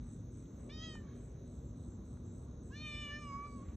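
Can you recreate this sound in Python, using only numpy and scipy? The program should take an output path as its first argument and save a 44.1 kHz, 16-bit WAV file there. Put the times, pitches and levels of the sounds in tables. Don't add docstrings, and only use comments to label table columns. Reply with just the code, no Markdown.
import sys
import numpy as np
from scipy import signal
from scipy.fft import rfft, irfft
from scipy.io import wavfile
from scipy.ndimage import uniform_filter1d

SR = 44100
rng = np.random.default_rng(int(sys.argv[2]) if len(sys.argv) > 2 else 0)


def makeup_ratio(level_db):
    decades = np.asarray(level_db, float) / 20
    return 10 ** decades


def materialize(psi):
    bounded = np.clip(np.atleast_2d(psi).T, -1, 1)
    quanta = np.round(bounded * 32767).astype(np.int16)
    wavfile.write(sys.argv[1], SR, quanta)


N = 165816

# f/Hz, level/dB
TRAFFIC_SPECTRUM = [(22, -32.5), (55, 2.5), (130, -4), (280, -9.5), (520, -22), (800, -37), (1500, -42.5),
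                    (2800, -66)]
# f/Hz, level/dB
SIDE_NOISE = [(60, -37.5), (350, -11.5), (700, 1), (1200, 6.5), (1700, -6), (3000, -5), (5000, -21.5),
              (8000, -7)]
# f/Hz, level/dB, width/Hz
HUM_LINES = [(64.4, -69, 4), (122.75, -59.5, 2.9), (241, -58.5, 3.3), (591.4, -82, 5.4)]
# f/Hz, width/Hz, level/dB, swell/dB
INSECT_BANDS = [(3805, 750, -84.5, 1.5), (6280, 750, -77.5, 1), (7880, 160, -89, 6.5)]
# t/s, length/s, level/dB
NEAR_CHIRPS = [(0.067, 0.083, -69), (0.315, 0.096, -72), (0.594, 0.072, -71), (0.865, 0.1, -73),
               (1.154, 0.12, -74.5), (1.46, 0.1, -75), (1.766, 0.14, -75.5), (2.05, 0.11, -74),
               (2.322, 0.11, -73), (2.63, 0.059, -72), (2.88, 0.082, -72.5), (3.194, 0.081, -71.5),
               (3.475, 0.14, -73)]
# t/s, length/s, level/dB
FAR_CHIRPS = [(.1, 0.059, -81.5), (.4, 0.17, -86), (.78, .1, -86), (.95, 0.073, -80), (1.2, 0.058, -78),
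              (1.52, 0.11, -83.5), (1.65, 0.053, -78.5), (1.88, 0.08, -78), (2.25, 0.087, -78.5),
              (2.66, 0.07, -81), (3.0, 0.087, -81.5), (3.28, 0.089, -78.5), (3.6, 0.12, -80.5)]
# t/s, length/s,
# level/dB
ROUGH_SWELLS = [(0.07, .05, -82), (0.41, 0.065, -80.5), (0.616, 0.071, -77.5), (1.133, 0.11, -75.5),
                (1.4, 0.07, -81.5), (2.71, 0.027, -80), (3.363, 0.025, -81.5), (3.686, 0.064, -73)]
# t/s, peak level/dB, f/Hz, width/Hz
TICK_EVENTS = [(.954, -49, 850, 600), (.457, -68, 3500, 800), (2.172, -59, 1100, 900),
               (3.686, -64, 2600, 2000), (3.695, -65, 1000, 700), (.693, -56, 2400, 2200)]
# t/s, f/Hz
MEW_PITCH = [(0.685, 582.4), (0.699, 567), (0.731, 617), (0.824, 636), (0.838, 650.3), (.93, 622),
             (1.051, 572.4), (1.101, 544), (1.13, 562)]
# t/s, f/Hz
OPEN_PITCH = [(2.69, 493.6), (2.708, 509), (2.724, 548), (2.76, 594.5), (2.832, 611.8), (2.95, 591.7),
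              (3.0, 597.6), (3.1, 582), (3.2, 600)]
# t/s, f/Hz
CLOSE_PITCH = [(3.21, 592.4), (3.334, 554.4), (3.45, 581.4), (3.538, 563.7), (3.554, 567), (3.61, 537),
               (3.626, 554), (3.64, 570), (3.65, 606)]
# t/s, effort level/dB, first resonance f/Hz, second resonance f/Hz, brightness level/dB
MEW_SHAPE = [(.69, -110, 2050, 3570, -3), (.697, -62, 2110, 3400, -0.5), (.765, -65.5, 2180, 3460, 5),
             (.843, -56.5, 1850, 3040, 5), (.905, -59.5, 1860, 3140, 5), (.975, -56, 1930, 2920, -5.5),
             (1.015, -66, 1480, 2870, -21), (1.08, -71.5, 1180, 1880, -1), (1.2, -85.5, 1100, 1900, -9)]
# t/s, level/dB, f/Hz, f/Hz, level/dB
OPEN_SHAPE = [(2.684, -110, 1004, 2600, -18), (2.707, -57, 1164, 2600, -26),
              (2.737, -55.5, 1630, 2670, -8.5), (2.79, -54, 2520, 4250, -4.5),
              (2.86, -45, 2470, 3590, -8.5), (2.92, -46, 2390, 3610, -8), (3.049, -49, 2340, 3000, -2),
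              (3.09, -52.5, 2120, 2810, 2), (3.164, -44.5, 1590, 2620, -6)]
# t/s, level/dB, f/Hz, f/Hz, level/dB
CLOSE_SHAPE = [(3.21, -53.5, 1362, 2600, 0), (3.27, -48, 1187, 2600, -4), (3.344, -42.5, 1110, 2295, -18.5),
               (3.411, -43, 1050, 2280, -13.5), (3.455, -44.5, 1151, 2230, -10),
               (3.49, -57, 1140, 2230, -3.5), (3.56, -55.5, 1170, 2230, -21.5),
               (3.637, -58.5, 1130, 2200, -24), (3.665, -110, 1130, 2200, -26)]
# t/s, plateau level/dB, third f/Hz, third level/dB, fourth level/dB
MEW_UPPER = [(.69, -9, 5360, -14, -16), (.74, -9, 5230, 4.5, -16), (.79, -4.5, 5100, 3, -4),
             (.84, -5, 5200, -7, -5.5), (.9, -6, 5170, -7, -11.5), (.95, -15.5, 5200, -12, -10.5),
             (.99, -34, 5120, -27.5, -34), (1.1, -32, 5200, -36, -40)]
# t/s, level/dB, f/Hz, level/dB, level/dB
OPEN_UPPER = [(2.7, -33, 5200, -31, -26), (2.77, -11.5, 5770, -11, -18), (2.819, -27, 5480, -15, -29),
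              (2.869, -23, 5400, -29.5, -21), (2.95, -21, 5330, -21, -28), (3.03, -23, 5200, -21, -20),
              (3.12, -19, 5300, -18, -25), (3.18, -24.5, 5370, -24.5, -26.5)]
# t/s, level/dB, f/Hz, level/dB, level/dB
CLOSE_UPPER = [(3.22, -16.5, 5330, -17.5, -16), (3.27, -31, 5170, -30, -31), (3.33, -41, 5000, -25.5, -38),
               (3.39, -44, 5050, -32, -56), (3.43, -42, 4600, -40, -50), (3.47, -31.5, 4540, -23, -34),
               (3.53, -38, 4520, -20.5, -29), (3.6, -31, 4400, -24.5, -40)]
# t/s, length/s, noise level/dB
VOICE_CATCHES = [(0.7, .006, -3), (0.832, 0.008, -15), (1.09, .05, -1), (2.956, 0.005, -17),
                 (3.32, 0.012, -21), (3.36, .01, -24), (3.48, .012, -18), (3.635, .008, -10)]
# delay t/s, level/dB
FIRST_ECHOES = [(0.009, -30), (0.037, -22), (.07, -24)]
# f/Hz, phase/rad
PORT_PHASE = [(0, 0), (340, -.2), (700, -1), (1400, -.2), (2050, .1), (2500, 1.1), (3500, .3), (4300, .8),
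              (4650, 2.6), (4950, 3.5), (5350, 6.2), (8200, 7.9)]
# f/Hz, level/dB
PORT_LEVEL = [(200, .1), (450, 1.6), (800, -.3), (1150, -2.5), (1800, -.8), (2400, 0), (9000, 0)]


def in_time(rows):
    s, *columns = np.transpose(rows)
    return [np.interp(np.arange(N) / SR, s, c) for c in columns]


def at_hz(points, hz):
    f, v = np.transpose(points)
    return np.interp(np.log(hz + 1), np.log(f), v)


def rms_one(x):
    return x / np.sqrt(np.mean(x ** 2) + 1e-20)


def drift(rate_hz):
    r = np.exp(-80 * np.pi * rate_hz / SR)
    noise = rng.standard_normal(N // 40 + 2002)
    slow = signal.lfilter([1], [1, -2 * r, r * r], noise)[2000:]
    return np.interp(np.arange(N) / 40, np.arange(len(slow)), rms_one(slow))


def resonate(x, hz, width_hz):
    r = np.exp(-np.pi * width_hz / SR)
    poles = [1, -2 * r * np.cos(2 * np.pi * hz / SR), r * r]
    return signal.lfilter([(1 - r * r) / 2, 0, (r * r - 1) / 2], poles, x + 1e-18)


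def resonate_twice(x, hz, width_hz):
    return resonate(resonate(x, hz, width_hz), hz, width_hz)


def bandpass(x, low_hz, high_hz):
    return signal.sosfilt(signal.butter(2, [low_hz, high_hz], "band", fs=SR, output="sos"), x)


def gate(start, length, rise, fall):
    t = np.arange(N) / SR - start
    return np.clip(t / rise, 0, 1) * np.exp(-np.maximum(t - length, 0) / fall)


def bump(t, centre, width):
    return np.exp(-.5 * ((t - centre) / width) ** 2)


def street():
    traffic_db, top_db = -48.5, -69
    hz = np.fft.rfftfreq(N, 1 / SR)
    shape = makeup_ratio(at_hz(TRAFFIC_SPECTRUM + [(9000, top_db)], hz)) * (hz > 12)
    noise = rfft(rng.standard_normal((3, N))) * shape
    noise[1:] *= makeup_ratio(at_hz(SIDE_NOISE, hz))
    edges_hz = (12, 45, 90, 180, 360, 720, 1440, 2880, SR)
    out = 0
    for low, high in zip(edges_hz[:-1], edges_hz[1:]):
        band = (hz >= low) & (hz < high)
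        out = out + irfft(noise * band, N) * makeup_ratio(1.73 * drift(4.0))
    out = makeup_ratio(traffic_db) * out / np.sqrt(np.mean(out[0] ** 2))
    for line_hz, db, width_hz in HUM_LINES:
        hum = resonate(rng.standard_normal(2 * N), line_hz, width_hz)[N:]
        out[0] += makeup_ratio(db) * rms_one(hum)
    return out


def chorus():
    out = 0
    for hz, width_hz, db, swell_db in INSECT_BANDS:
        band = rms_one(resonate_twice(rng.standard_normal(N), hz, width_hz))
        out = out + makeup_ratio(db + swell_db * drift(3.7)) * band
    return out


def cricket(chirps, hz, width_hz, strokes_per_s, depth, tail_db):
    stroke = np.cumsum(strokes_per_s * (1 + 0.02 * drift(9.9))) / SR % 1
    beat = 1 - depth + depth * np.exp(-((stroke - .3) / 0.18) ** 2)
    level = 0
    for s, length, db in chirps:
        direct = gate(s - .01, length - .01, 0.015, 0.024)
        tail = makeup_ratio(tail_db) * gate(s, length, 0.067, 0.037)
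        level = level + makeup_ratio(db) * (direct + tail)
    tone = np.sin(2 * np.pi * np.cumsum(hz * (1 + 0.015 * drift(60))) / SR)
    teeth = tone + 2.4 * rng.standard_normal(N)
    return level * rms_one(resonate_twice(teeth * beat, hz, width_hz))


def rough_swells():
    t = np.arange(N) / SR
    grit = rng.standard_normal(N) * makeup_ratio(1.5 * drift(90))
    grit = bandpass(signal.lfilter([1], [1, -.8], grit), 750, 2600)
    return rms_one(grit) * sum(makeup_ratio(db) * bump(t, s, length) for s, length, db in ROUGH_SWELLS)


def ticks():
    out = 0
    for s, db, hz, width_hz in TICK_EVENTS:
        snaps = np.zeros(N)
        snaps[((s + np.array([0, .0017, .0043])) * SR).astype(int)] = [1, -.6, .4]
        ring = resonate_twice(snaps, hz, width_hz)
        out = out + makeup_ratio(db) * ring / np.abs(ring).max()
    return out


def mouth_gain(hz, first, second, bright_db, upper_mouth, wide):
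    plateau_db, third, third_db, fourth_db = upper_mouth
    low_db, air_db, valley_db = -6, -19.5, -11.5

    def hill(centre, width):
        return 1 / (1 + (2 * (hz - centre) / width) ** 6)

    def peak(centre, width):
        return hill(centre, width * first / 2000)

    def below(edge):
        return 1 / (1 + (hz / edge) ** 40)

    upper = peak(second, 720) + makeup_ratio(2 * low_db) * below(0.682 * first)
    upper = upper + makeup_ratio(2 * air_db) * wide * peak(9200, 1900)
    valley = makeup_ratio(2 * valley_db) * below(6600) * (1 - below(5000))
    top = makeup_ratio(2 * plateau_db) * below(4820) * (1 - below(2600))
    top = top + makeup_ratio(2 * third_db) * (valley + hill(third, 670))
    top = top + makeup_ratio(2 * fourth_db) * (valley + hill(6480, 600))
    return np.sqrt(peak(first, 606) + makeup_ratio(2 * bright_db) * upper + top)


def along_the_street(voice):
    tail_db, tail_t60_s = -52.5, 0.24
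    wall_s, wall_spread_s, wall_db = 0.267, 0.032, -64
    lag = np.arange(SR // 2) / SR
    level = makeup_ratio(tail_db - 60 * lag / tail_t60_s) + makeup_ratio(wall_db) * bump(lag, wall_s, wall_spread_s)
    tail = rng.standard_normal(SR // 2) * level
    echoes = sum(makeup_ratio(db) * np.roll(voice, int(s * SR)) for s, db in FIRST_ECHOES)
    return voice + signal.fftconvolve(voice, tail)[:N] + echoes


def cat():
    flutter, shimmer_db, breath_db = .0025, 1.2, -21
    pitch, = in_time(list(MEW_PITCH) + list(OPEN_PITCH) + list(CLOSE_PITCH))
    effort_db, first, second, bright_db = in_time(MEW_SHAPE + OPEN_SHAPE + CLOSE_SHAPE)
    upper_mouth = in_time(MEW_UPPER + OPEN_UPPER + CLOSE_UPPER)
    pitch = uniform_filter1d(pitch, size=500) * (1 + flutter * drift(25))
    phase = 2 * np.pi * np.cumsum(pitch) / SR
    t = np.arange(N) / SR
    rough = makeup_ratio(breath_db) + sum(makeup_ratio(db) * bump(t, s, w) for s, w, db in VOICE_CATCHES)
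    wide = gate(2.8, .38, 0.044, 0.012)
    out = 0
    for k in range(1, 20):
        mouth = mouth_gain(k * pitch, first, second, bright_db, upper_mouth, wide)
        wobble_db = shimmer_db * (0.5 + k / 6) if k < 13 else 8.0
        gain = mouth * makeup_ratio(wobble_db * drift(7.8))
        overtone = np.sin(k * phase + rng.uniform(0, 2 * np.pi))
        out = out + gain * (1 + rough * drift(150)) * overtone
    sounding = effort_db > -88
    highpass = signal.butter(2, 800, "high", fs=SR, output="sos")
    return along_the_street(signal.sosfilt(highpass, out * makeup_ratio(effort_db) * sounding))


def scene():
    shared, left, right = street()
    near = cricket(NEAR_CHIRPS, 7918, 650, 92.0, 0.77, 0.5) * makeup_ratio(-3.5)
    far = cricket(FAR_CHIRPS, 7450, 600, 50, 0.32, -6.5) * makeup_ratio(0.5)
    insects = near + far + chorus()
    own = makeup_ratio(-12) * np.array([chorus(), chorus()])
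    sides = np.array([[1], [-1]])
    voice = cat() * makeup_ratio(-.3 * sides * gate(3.22, .5, .08, .1))
    together = shared + insects + rough_swells() + ticks() + voice
    padded = np.pad(together, ((0, 0), (2048, 2048)), "reflect")
    hz = np.fft.rfftfreq(N + 4096, 1 / SR)
    turn = np.exp(.5j * np.interp(hz, *np.transpose(PORT_PHASE)) * sides)
    turn = turn * makeup_ratio(.5 * at_hz(PORT_LEVEL, hz) * sides)
    return irfft(rfft(padded) * turn)[:, 2048:-2048] + own + [left, right]


def low_pass(x):
    return signal.sosfilt(signal.butter(12, 15760, fs=SR, output="sos"), x)


def record(dry):
    hiss_db, rustle_db, rustle_swell_db = -73, -119, 5.5
    cut = signal.sosfilt(signal.cheby2(9, 22, 8454, fs=SR, output="sos"), dry)
    cut = cut * np.clip(np.arange(N, 0, -1) / 400, 0, 1)
    hiss = bandpass(rng.standard_normal(N), 13000, 15700)
    hiss = makeup_ratio(hiss_db) * makeup_ratio(2.6 * drift(7.8)) * hiss * [[1], [-1]]
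    rustle = 0
    for hz in (9200, 10000, 10700, 12000, 13700):
        band = rms_one(resonate_twice(rng.standard_normal(N), hz, 500))
        rustle = rustle + makeup_ratio(rustle_db + rustle_swell_db * drift(9.3)) * band
    return low_pass(cut + rustle + hiss)


dry = scene()
out = record(dry)
materialize(out)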